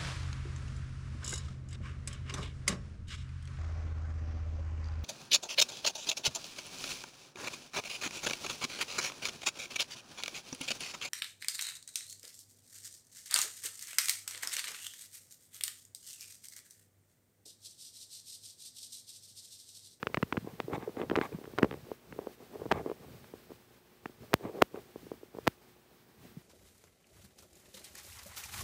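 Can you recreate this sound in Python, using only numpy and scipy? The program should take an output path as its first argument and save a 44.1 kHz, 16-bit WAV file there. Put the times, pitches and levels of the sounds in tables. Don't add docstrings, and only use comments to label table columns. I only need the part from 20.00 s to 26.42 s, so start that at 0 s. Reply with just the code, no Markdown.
import sys
import numpy as np
from scipy import signal
from scipy.fft import rfft, irfft
from scipy.io import wavfile
from scipy.ndimage import uniform_filter1d

SR = 44100
rng = np.random.default_rng(int(sys.argv[2]) if len(sys.argv) > 2 else 0)


def volts_from_decibels(level):
    exponent = np.asarray(level, float) / 20
    return 10 ** exponent


def transcribe(signal):
    frames = np.atleast_2d(signal).T
    limited = np.clip(frames, -1, 1)
    pcm = np.round(limited * 32767).astype(np.int16)
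    wavfile.write(sys.argv[1], SR, pcm)


N = 283104
TIME = np.arange(N) / SR

# start in seconds, peak in dB, crack pitch in Hz,
# sharp edge in dB relative to the peak.
STIFF_FOLDS = [(0.0294, -21.5, 2000, -25), (0.0702, -16.5, 2060, -29), (0.0716, -41, 1910, -14),
               (0.1448, -17.5, 2090, -21.5), (0.148, -30.5, 2190, -11), (0.1723, -19, 1800, -38),
               (0.228, -16.5, 1960, -33), (0.231, -33, 1700, -11), (0.3256, -18, 1970, -28.5),
               (0.3704, -23.5, 1830, -29), (0.602, -20, 1960, -21), (0.733, -27, 1540, -40),
               (1.0988, -23, 2350, -26), (1.1564, -17, 1940, -29), (1.2135, -17.5, 1830, -43),
               (1.5862, -16.5, 1980, -23), (1.589, -24, 1610, -18), (1.63, -16.5, 2100, -20),
               (1.648, -34, 2290, -16), (2.7149, -13, 1630, -30), (2.7161, -21, 2000, -17),
               (2.7174, -18, 1250, -19.5), (4.0582, -25, 1590, -27), (4.3329, -21, 1930, -20),
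               (4.3361, -25, 2040, -36), (4.6196, -14.5, 1680, -22), (4.6209, -14.5, 1900, -25),
               (5.4714, -17, 1900, -15.5), (5.4736, -19.5, 1740, -19), (5.4763, -22.5, 1300, -30)]
# start in seconds, peak in dB, crack pitch in Hz.
SOFT_CREASES = [(0.1743, -37, 1680), (5.473, -19, 1800), (0.3276, -27.5, 1530), (0.3724, -30, 1560),
                (0.3753, -28, 1460), (0.826, -36, 1680), (0.969, -38, 1860), (1.0005, -36, 2330),
                (1.0163, -30, 2360), (1.1121, -26, 1850), (1.1874, -24, 1710), (1.3268, -43.5, 2220),
                (1.441, -41.5, 1680), (1.4552, -40, 1720), (1.5795, -29, 1520), (1.5955, -32, 1530),
                (1.6258, -25, 1500), (1.6451, -32, 1930), (1.7116, -29.5, 2380), (1.7262, -36.5, 2450),
                (1.74, -38, 2150), (2.1255, -35, 1980), (4.6217, -33, 2000), (2.7194, -20.5, 1010),
                (2.899, -37, 1520), (3.244, -42.5, 2200), (2.712, -30, 1700), (4.6161, -30, 1500),
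                (4.7594, -37, 1640), (5.467, -32, 1410)]
CREASE_EDGE_DB = -40

# start in seconds, peak in dB, fade in ms,
# slowing from 0 to 1 (1 = steady pitch), sharp edge in dB relative to the peak.
WALL_POPS = [
    (1.1623, -13, 0.57, 0.6, -40),
    (2.7224, -9.5, 1.2, 0.59, -32),
    (4.3402, -2.5, 0.82, 0.45, -3.5),
    (4.6224, -1, 1.15, 0.67, -8.5),
    (5.4774, -5, 0.95, 0.5, -8),
]
FIRST_SWING_MS, FIRST_SWING_SHARE = 0.24, 0.27

# top of the swing in seconds, peak in dB, swing pitch in Hz.
KICKS = [(0.0322, -28.5, 343), (0.1004, -37, 432), (0.1761, -21.5, 230), (0.2307, -15.5, 244),
         (0.358, -33, 404), (0.377, -18.5, 230), (0.6024, -25.5, 298), (0.736, -25, 366),
         (0.7744, -31, 268), (0.7807, -27, 334), (0.8941, -31, 330), (1.0159, -22, 388), (1.188, -16, 370),
         (1.2148, -21, 363), (1.4444, -35, 348), (1.537, -36, 328), (1.6313, -7, 308), (1.6456, -14, 386),
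         (1.7144, -27.5, 420), (1.7291, -30, 415), (1.743, -31.5, 440), (2.1283, -34, 298),
         (2.6629, -27.5, 383), (2.7155, -25, 478), (2.7628, -33, 320), (3.519, -35, 350),
         (4.4529, -30, 313), (5.3498, -34, 386), (5.3706, -34.5, 367), (5.472, -25, 420)]
# top of the swing in seconds, peak in dB, swing pitch in Hz.
PAW_STEPS = [(0.1458, -33.5, 540), (0.4473, -33, 207), (0.474, -28.5, 420), (0.7, -33, 400),
             (0.972, -28, 373), (1.0372, -28, 370), (1.1005, -26, 328), (1.1159, -17, 376),
             (1.3878, -35, 392), (1.4148, -38, 347), (1.5951, -25, 440), (1.917, -24.5, 482),
             (2.1904, -24, 486), (2.2714, -26, 480), (2.6569, -28.5, 420), (2.713, -28, 500),
             (2.8624, -23.5, 420), (2.916, -25, 487), (3.3388, -33.5, 420), (4.0581, -28, 362),
             (4.0967, -42, 322), (4.208, -44, 120), (4.3335, -25.5, 510), (4.4607, -33, 424),
             (4.4977, -36, 463), (4.7449, -30.5, 404), (4.96, -31, 420), (5.1175, -26.5, 436),
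             (5.1392, -42, 353), (5.3868, -28, 500)]
# top of the swing in seconds, peak in dB, swing pitch in Hz.
NUDGES = [(0.0721, -32.5, 437), (0.3263, -25.5, 355), (0.3465, -35.5, 523), (0.6832, -29, 414),
          (0.7273, -31, 310), (0.832, -36.5, 290), (0.645, -38.5, 151), (0.536, -40, 190),
          (1.1756, -25.5, 376), (1.3219, -36, 408), (1.3287, -36, 460), (1.3493, -29.5, 185),
          (1.4771, -36.5, 420), (1.661, -40, 604), (2.5576, -32.5, 434), (2.619, -30, 493),
          (2.163, -43, 420), (2.8994, -29, 443), (3.5063, -39.5, 394), (4.227, -49, 155), (4.337, -26, 475),
          (4.41, -39.5, 473), (4.7755, -37.5, 486), (5.0685, -40, 386), (5.134, -52, 342),
          (5.032, -46.5, 330), (5.2333, -38.5, 420), (6.2406, -51, 260), (6.2525, -48, 217),
          (6.3722, -36, 183)]
# top of the swing in seconds, peak in dB, swing pitch in Hz.
LEANS = [(0.878, -28.5, 460), (1, -32, 420), (1.5879, -33.5, 380), (2.7983, -33.5, 530), (4.59, -32, 470),
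         (1.87, -46, 410), (1.606, -40, 430)]
KICK_SWINGS, STEP_SWINGS, NUDGE_SWINGS, LEAN_SWINGS = 0.78, 1.09, 1.815, 3.36
TRAY_HUM_HZ, TRAY_HUM_WIDTH_HZ, TRAY_HUM_DB = 440, 59, -5
TRAY_TICK_HZ, TRAY_TICK_WIDTH_HZ, TRAY_TICK_DB = 1037, 330, -2.5

# start in seconds, hold in seconds, drag in dB,
# dry scratch in dB.
DIG_STROKES = [(0.34, .01, -53, -66), (0.466, 0.049, -53.5, -56.5), (0.599, 0.0046, -49.5, -74),
               (0.723, 0.0092, -35, -55), (0.737, 0.019, -49, -39), (0.798, 0.05, -51.5, -51),
               (0.87, 0.014, -49, -59), (0.985, 0.048, -38.5, -46.5), (1.119, .01, -39, -71),
               (1.171, 0.0055, -33.5, -42), (1.222, 0.038, -47, -41), (1.325, .03, -51, -56),
               (1.631, 0.0044, -35, -70), (1.749, .02, -52, -72), (1.885, 0.035, -54.5, -68),
               (2.214, 0.084, -52, -66), (2.6, 0.039, -49.5, -58), (2.533, 0.03, -48, -64),
               (2.722, 0.074, -39, -45), (2.865, 0.029, -41, -59), (3.027, .07, -57.5, -65),
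               (3.511, 0.004, -57.5, -59), (4.226, .01, -53, -73), (4.328, .005, -51, -70),
               (4.436, 0.05, -41.5, -51.5), (4.55, 0.062, -43.5, -60), (4.752, 0.035, -46.5, -56.5),
               (5.341, 0.018, -56.5, -67), (5.463, .005, -56, -75), (6.243, .01, -58, -75)]
STROKE_RISE_DB_S, STROKE_FALL_DB_S = 483, 398
SCRATCH_RISE_DB_S, SCRATCH_FALL_DB_S = 700, 1100
# time in seconds, drag in dB.
FIDGETING = [(0, -63), (.05, -57.5), (.32, -64), (1.3, -57.5), (1.58, -60.5), (1.8, -61), (2.0, -68.5),
             (2.2, -56), (2.36, -73), (2.41, -52), (2.49, -64.5), (2.68, -64), (3.1, -60.5), (3.48, -68.5),
             (4.72, -68), (4.81, -64), (5.2, -68.5), (6.42, -69.5)]
FIDGET_SCRATCH_DB, FIDGET_SCRATCH_SHARE = -71, 0.46
BRIGHT_ABOVE_HZ, BRIGHT_AT_DB, BRIGHT_SHARE = 1400, -43.5, 0.27
# start in seconds, hold in seconds, rumble in dB,
# settling in dB per second.
WEIGHT_SHIFTS = [(0.113, 0.14, -53, 550), (0.336, .37, -53, 50), (0.731, .005, -42, 110),
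                 (0.993, 0.21, -48.5, 130), (1.346, 0.0046, -40, 420), (1.398, 0.21, -53, 100),
                 (1.642, 0.026, -41, 108), (2.11, .005, -50, 95), (2.585, 0.11, -49, 100),
                 (2.745, .005, -41.5, 125), (3.01, 0.22, -54, 84), (3.52, .005, -57.5, 109),
                 (4.06, .005, -59.5, 122), (4.217, 0.0046, -54, 337), (4.335, .005, -46, 853),
                 (4.448, .005, -44, 420), (4.55, .07, -75.5, 194), (4.75, .005, -62, 78),
                 (4.978, 0.1, -62, 90), (5.43, 0.062, -55, 432), (6.221, .005, -51, 120)]
SHIFT_RISE_DB_S, STILL_DB = 450, -78
# pitch in Hz, width in Hz, level in dB.
TRAY_MODES = [(230, 150, -5.5), (420, 105, 0.5), (603, 288, -8)]
# pitch in Hz, width in Hz, level in dB.
PAPER_MODES = [(805, 146, 5), (1146, 154, 1.5), (1640, 116, -5), (2080, 255, -6), (2470, 310, -12.5),
               (3500, 640, -18.5), (7300, 2600, -29.5)]

# frequency in Hz, level in dB per Hz.
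HISS_COLOUR = [(25, -18), (55, -7.5), (200, 0.5), (600, -17.5), (1500, -11), (5000, -17), (9200, -23.5),
               (15000, -17.5)]
HISS_TOP_HZ = 15750
# pitch in Hz, level in dB rms.
MAINS_HUM = [(60, -81), (120, -80), (240, -79), (360, -76), (480, -104.5), (634, -90)]
WHINE_HZ, WHINE_WIDTH_HZ, WHINE_DB = 8170, 73, -15.5
SWISH_S, SWISH_HOLD_S, SWISH_DB, SWISH_SLOPE_DB_S = 1.24, 0.013, -62.5, 254
GATE_SHUT_DB, GATE_OPEN_DB = -75, -68
GATE_FROM_DB, GATE_FULL_DB = -69.5, -60
GATE_HEARS_S, GATE_LAG_S = 0.01, 0.028
PORT_HZ, PORT_WIDTH_HZ = 13300, 4500
TOP_HZ = 16600


def curve(table):
    s, *columns = np.transpose(table)
    return [np.interp(TIME, s, c) for c in columns]


def unit(x):
    return x / np.sqrt(np.mean(x ** 2))


def ring(x, hz, width_hz):
    return signal.lfilter(*signal.iirpeak(hz, hz / width_hz, fs=SR), x)


def body(x, modes):
    total = 0
    for k, (hz, width, db) in enumerate(modes):
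        once = ring(x, hz, 1.64 * width)
        total = total + (-1) ** k * volts_from_decibels(db) * ring(once, hz, 1.64 * width)
    return unit(total)


def grains(rate, spread_db, smooth):
    when, size = rng.random(N), rng.random(N)
    sign, rub = rng.standard_normal(N), rng.standard_normal(N)
    slips = (when < rate / SR) * volts_from_decibels(spread_db * size) * np.sign(sign)
    return unit(slips) + smooth * rub


def walk(rate):
    k = int(SR / rate)
    steps = np.repeat(rng.standard_normal(N // k + 1), k)
    return unit(uniform_filter1d(steps, k)[:N])


def add(out, s, sound):
    i = int(round(s * SR))
    out[i:i + len(sound)] += sound[:N - i]


def gesture(s, hold_s, db, rise_db_s, fall_db_s):
    rise = rise_db_s * np.maximum(s - TIME, 0)
    fall = fall_db_s * np.maximum(TIME - s - hold_s, 0)
    return volts_from_decibels(db - rise - fall)


def snaps():
    out, edge = np.zeros(N), np.zeros(N)
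    folds = STIFF_FOLDS + [(*row, CREASE_EDGE_DB) for row in SOFT_CREASES]
    lead = 28
    t = (np.arange(400) - lead) / SR
    dull = signal.butter(3, [600, 2600], "band", fs=SR, output="sos")
    crackle = signal.sosfilt(dull, rng.standard_normal((len(folds), len(t))))
    for (s, db, hz, edge_db), noise in zip(folds, crackle):
        cycles = hz * t
        spike = np.exp(-(cycles / 0.38) ** 2) * np.cos(2 * np.pi * 0.53 * cycles)
        late = np.maximum(cycles, 0)
        rebound = 0.82 * late * np.exp(-late / 0.59) * np.sin(2 * np.pi * 0.52 * late ** 0.3)
        tail = volts_from_decibels(1.5) * np.tanh(late) * np.exp(-t / 0.0012) * noise
        add(out, s - lead / SR, volts_from_decibels(db + 4.0) * (tail + rebound - spike))
        add(edge, s, -volts_from_decibels(db + edge_db + 8.0) * np.ones(1))
    return out + ring(edge, PORT_HZ, PORT_WIDTH_HZ) + volts_from_decibels(13.5) * ring(edge, 4500, 2200)


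def pops():
    out, edge = np.zeros(N), np.zeros(N)
    lead = 8
    ms = (np.arange(800) - lead) / SR * 1000
    late = np.maximum(ms, 0)
    for s, db, fade_ms, slowing, edge_db in WALL_POPS:
        first_ms = min(FIRST_SWING_MS, FIRST_SWING_SHARE * fade_ms)
        turns = (late / first_ms) ** slowing / 4
        shape = np.where(ms < 0, np.exp(-(ms / 0.083) ** 2), np.exp(-(late / fade_ms) ** 0.82))
        add(out, s - lead / SR, -volts_from_decibels(db) * shape * np.cos(2 * np.pi * turns))
        add(edge, s, -volts_from_decibels(db + edge_db) * np.ones(1))
    return out + ring(edge, PORT_HZ, PORT_WIDTH_HZ) + volts_from_decibels(-5.5) * ring(edge, 5000, 6200)


def knocks():
    out = np.zeros(N)
    t = np.arange(2000) / SR
    kinds = [(KICKS, KICK_SWINGS), (PAW_STEPS, STEP_SWINGS), (NUDGES, NUDGE_SWINGS), (LEANS, LEAN_SWINGS)]
    for rows, swings in kinds:
        for s, db, hz in rows:
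            rise = swings / hz / 2.526
            u = t / rise
            turns = 1.248 * hz * rise * u ** 0.8
            push = u * np.exp(1 - u)
            add(out, s - rise, -volts_from_decibels(db) * push * np.cos(2 * np.pi * turns))
    tick = ring(out, TRAY_TICK_HZ, TRAY_TICK_WIDTH_HZ)
    tick = ring(tick, TRAY_TICK_HZ, 2 * TRAY_TICK_WIDTH_HZ)
    hum = ring(out, TRAY_HUM_HZ, TRAY_HUM_WIDTH_HZ)
    return out + volts_from_decibels(TRAY_HUM_DB) * hum + volts_from_decibels(TRAY_TICK_DB) * tick


def drag():
    fidget_db, = curve(FIDGETING)
    pulls = [gesture(s, hold, db, STROKE_RISE_DB_S, STROKE_FALL_DB_S) for s, hold, db, _ in DIG_STROKES]
    pull = np.maximum(volts_from_decibels(fidget_db), np.max(pulls, axis=0))
    idle = volts_from_decibels(FIDGET_SCRATCH_DB + FIDGET_SCRATCH_SHARE * (fidget_db - np.mean(fidget_db)))
    scratches = [gesture(s, hold, db, SCRATCH_RISE_DB_S, SCRATCH_FALL_DB_S) for s, hold, _, db in DIG_STROKES]
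    scratch = np.maximum(idle, np.max(scratches, axis=0))
    loads = [gesture(s, hold, db, SHIFT_RISE_DB_S, fall) for s, hold, db, fall in WEIGHT_SHIFTS]
    load = np.maximum(volts_from_decibels(STILL_DB), np.max(loads, axis=0))

    fits = walk(60)
    tray = body(grains(450, 15.8, 0.41), TRAY_MODES) * pull * volts_from_decibels(1.5 * fits + 0.2)
    paper = body(grains(4000, 9, 0.6), PAPER_MODES) * scratch * volts_from_decibels(fits - 0.65)
    high_pass = signal.butter(3, BRIGHT_ABOVE_HZ, "high", fs=SR, output="sos")
    treble = signal.sosfiltfilt(high_pass, paper)
    paper = paper + treble * ((scratch / volts_from_decibels(BRIGHT_AT_DB)) ** BRIGHT_SHARE - 1)
    rumble = body(grains(140, 15.3, 0.52), [(68.3, 83, 1.5), (137.4, 83, 9.0)])
    weight = rumble * load * volts_from_decibels(2 * walk(14) - 3.0)
    return tray + paper + weight


def gate(sound):
    power = np.abs(uniform_filter1d(sound ** 2, int(GATE_HEARS_S * SR)))
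    heard_db = 10 * np.log10(power + 1e-12)
    opening = np.clip((heard_db - GATE_FROM_DB) / (GATE_FULL_DB - GATE_FROM_DB), 0, 1)
    keep = np.exp(-1 / (GATE_LAG_S * SR))
    opening = 1 - signal.lfilter([1 - keep], [1, -keep], 1 - opening)
    return GATE_SHUT_DB + (GATE_OPEN_DB - GATE_SHUT_DB) * opening


def background(mouse):
    gate_db = gate(mouse)
    swish = gesture(SWISH_S, SWISH_HOLD_S, SWISH_DB, SWISH_SLOPE_DB_S, SWISH_SLOPE_DB_S)
    hz, db = np.transpose(HISS_COLOUR)
    f = np.fft.rfftfreq(N, 1 / SR) + 1
    colour = volts_from_decibels(np.interp(np.log(f), np.log(hz), db)) * (f < HISS_TOP_HZ)
    hiss = unit(irfft(rfft(rng.standard_normal(N)) * colour, N))
    whine_hz = WHINE_HZ + WHINE_WIDTH_HZ * walk(260)
    whine = volts_from_decibels(WHINE_DB) * np.sin(2 * np.pi * np.cumsum(whine_hz) / SR)
    hum = sum(volts_from_decibels(db + 3.5) * np.sin(2 * np.pi * (hz * TIME + rng.random())) for hz, db in MAINS_HUM)
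    noise = (hiss + whine) * np.hypot(volts_from_decibels(gate_db), swish) * volts_from_decibels(8.0 + 0.6 * walk(25))
    return noise + hum * volts_from_decibels(0.9 * (gate_db + 75.5))


def scene():
    high_pass = signal.butter(2, 95, "high", fs=SR, output="sos")
    blows = signal.sosfilt(high_pass, snaps() + pops() + knocks())
    mouse = blows + drag()
    return (mouse + background(mouse))[None]


def band_limit(x):
    return signal.sosfilt(signal.butter(12, 16970, fs=SR, output="sos"), x)


def record(dry):
    x = signal.sosfilt(signal.butter(4, 52, "high", fs=SR, output="sos"), dry)
    x = signal.sosfilt(signal.ellip(8, 0.2, 60, TOP_HZ, fs=SR, output="sos"), x)
    return band_limit(x)


dry = scene()
out = record(dry)
transcribe(out)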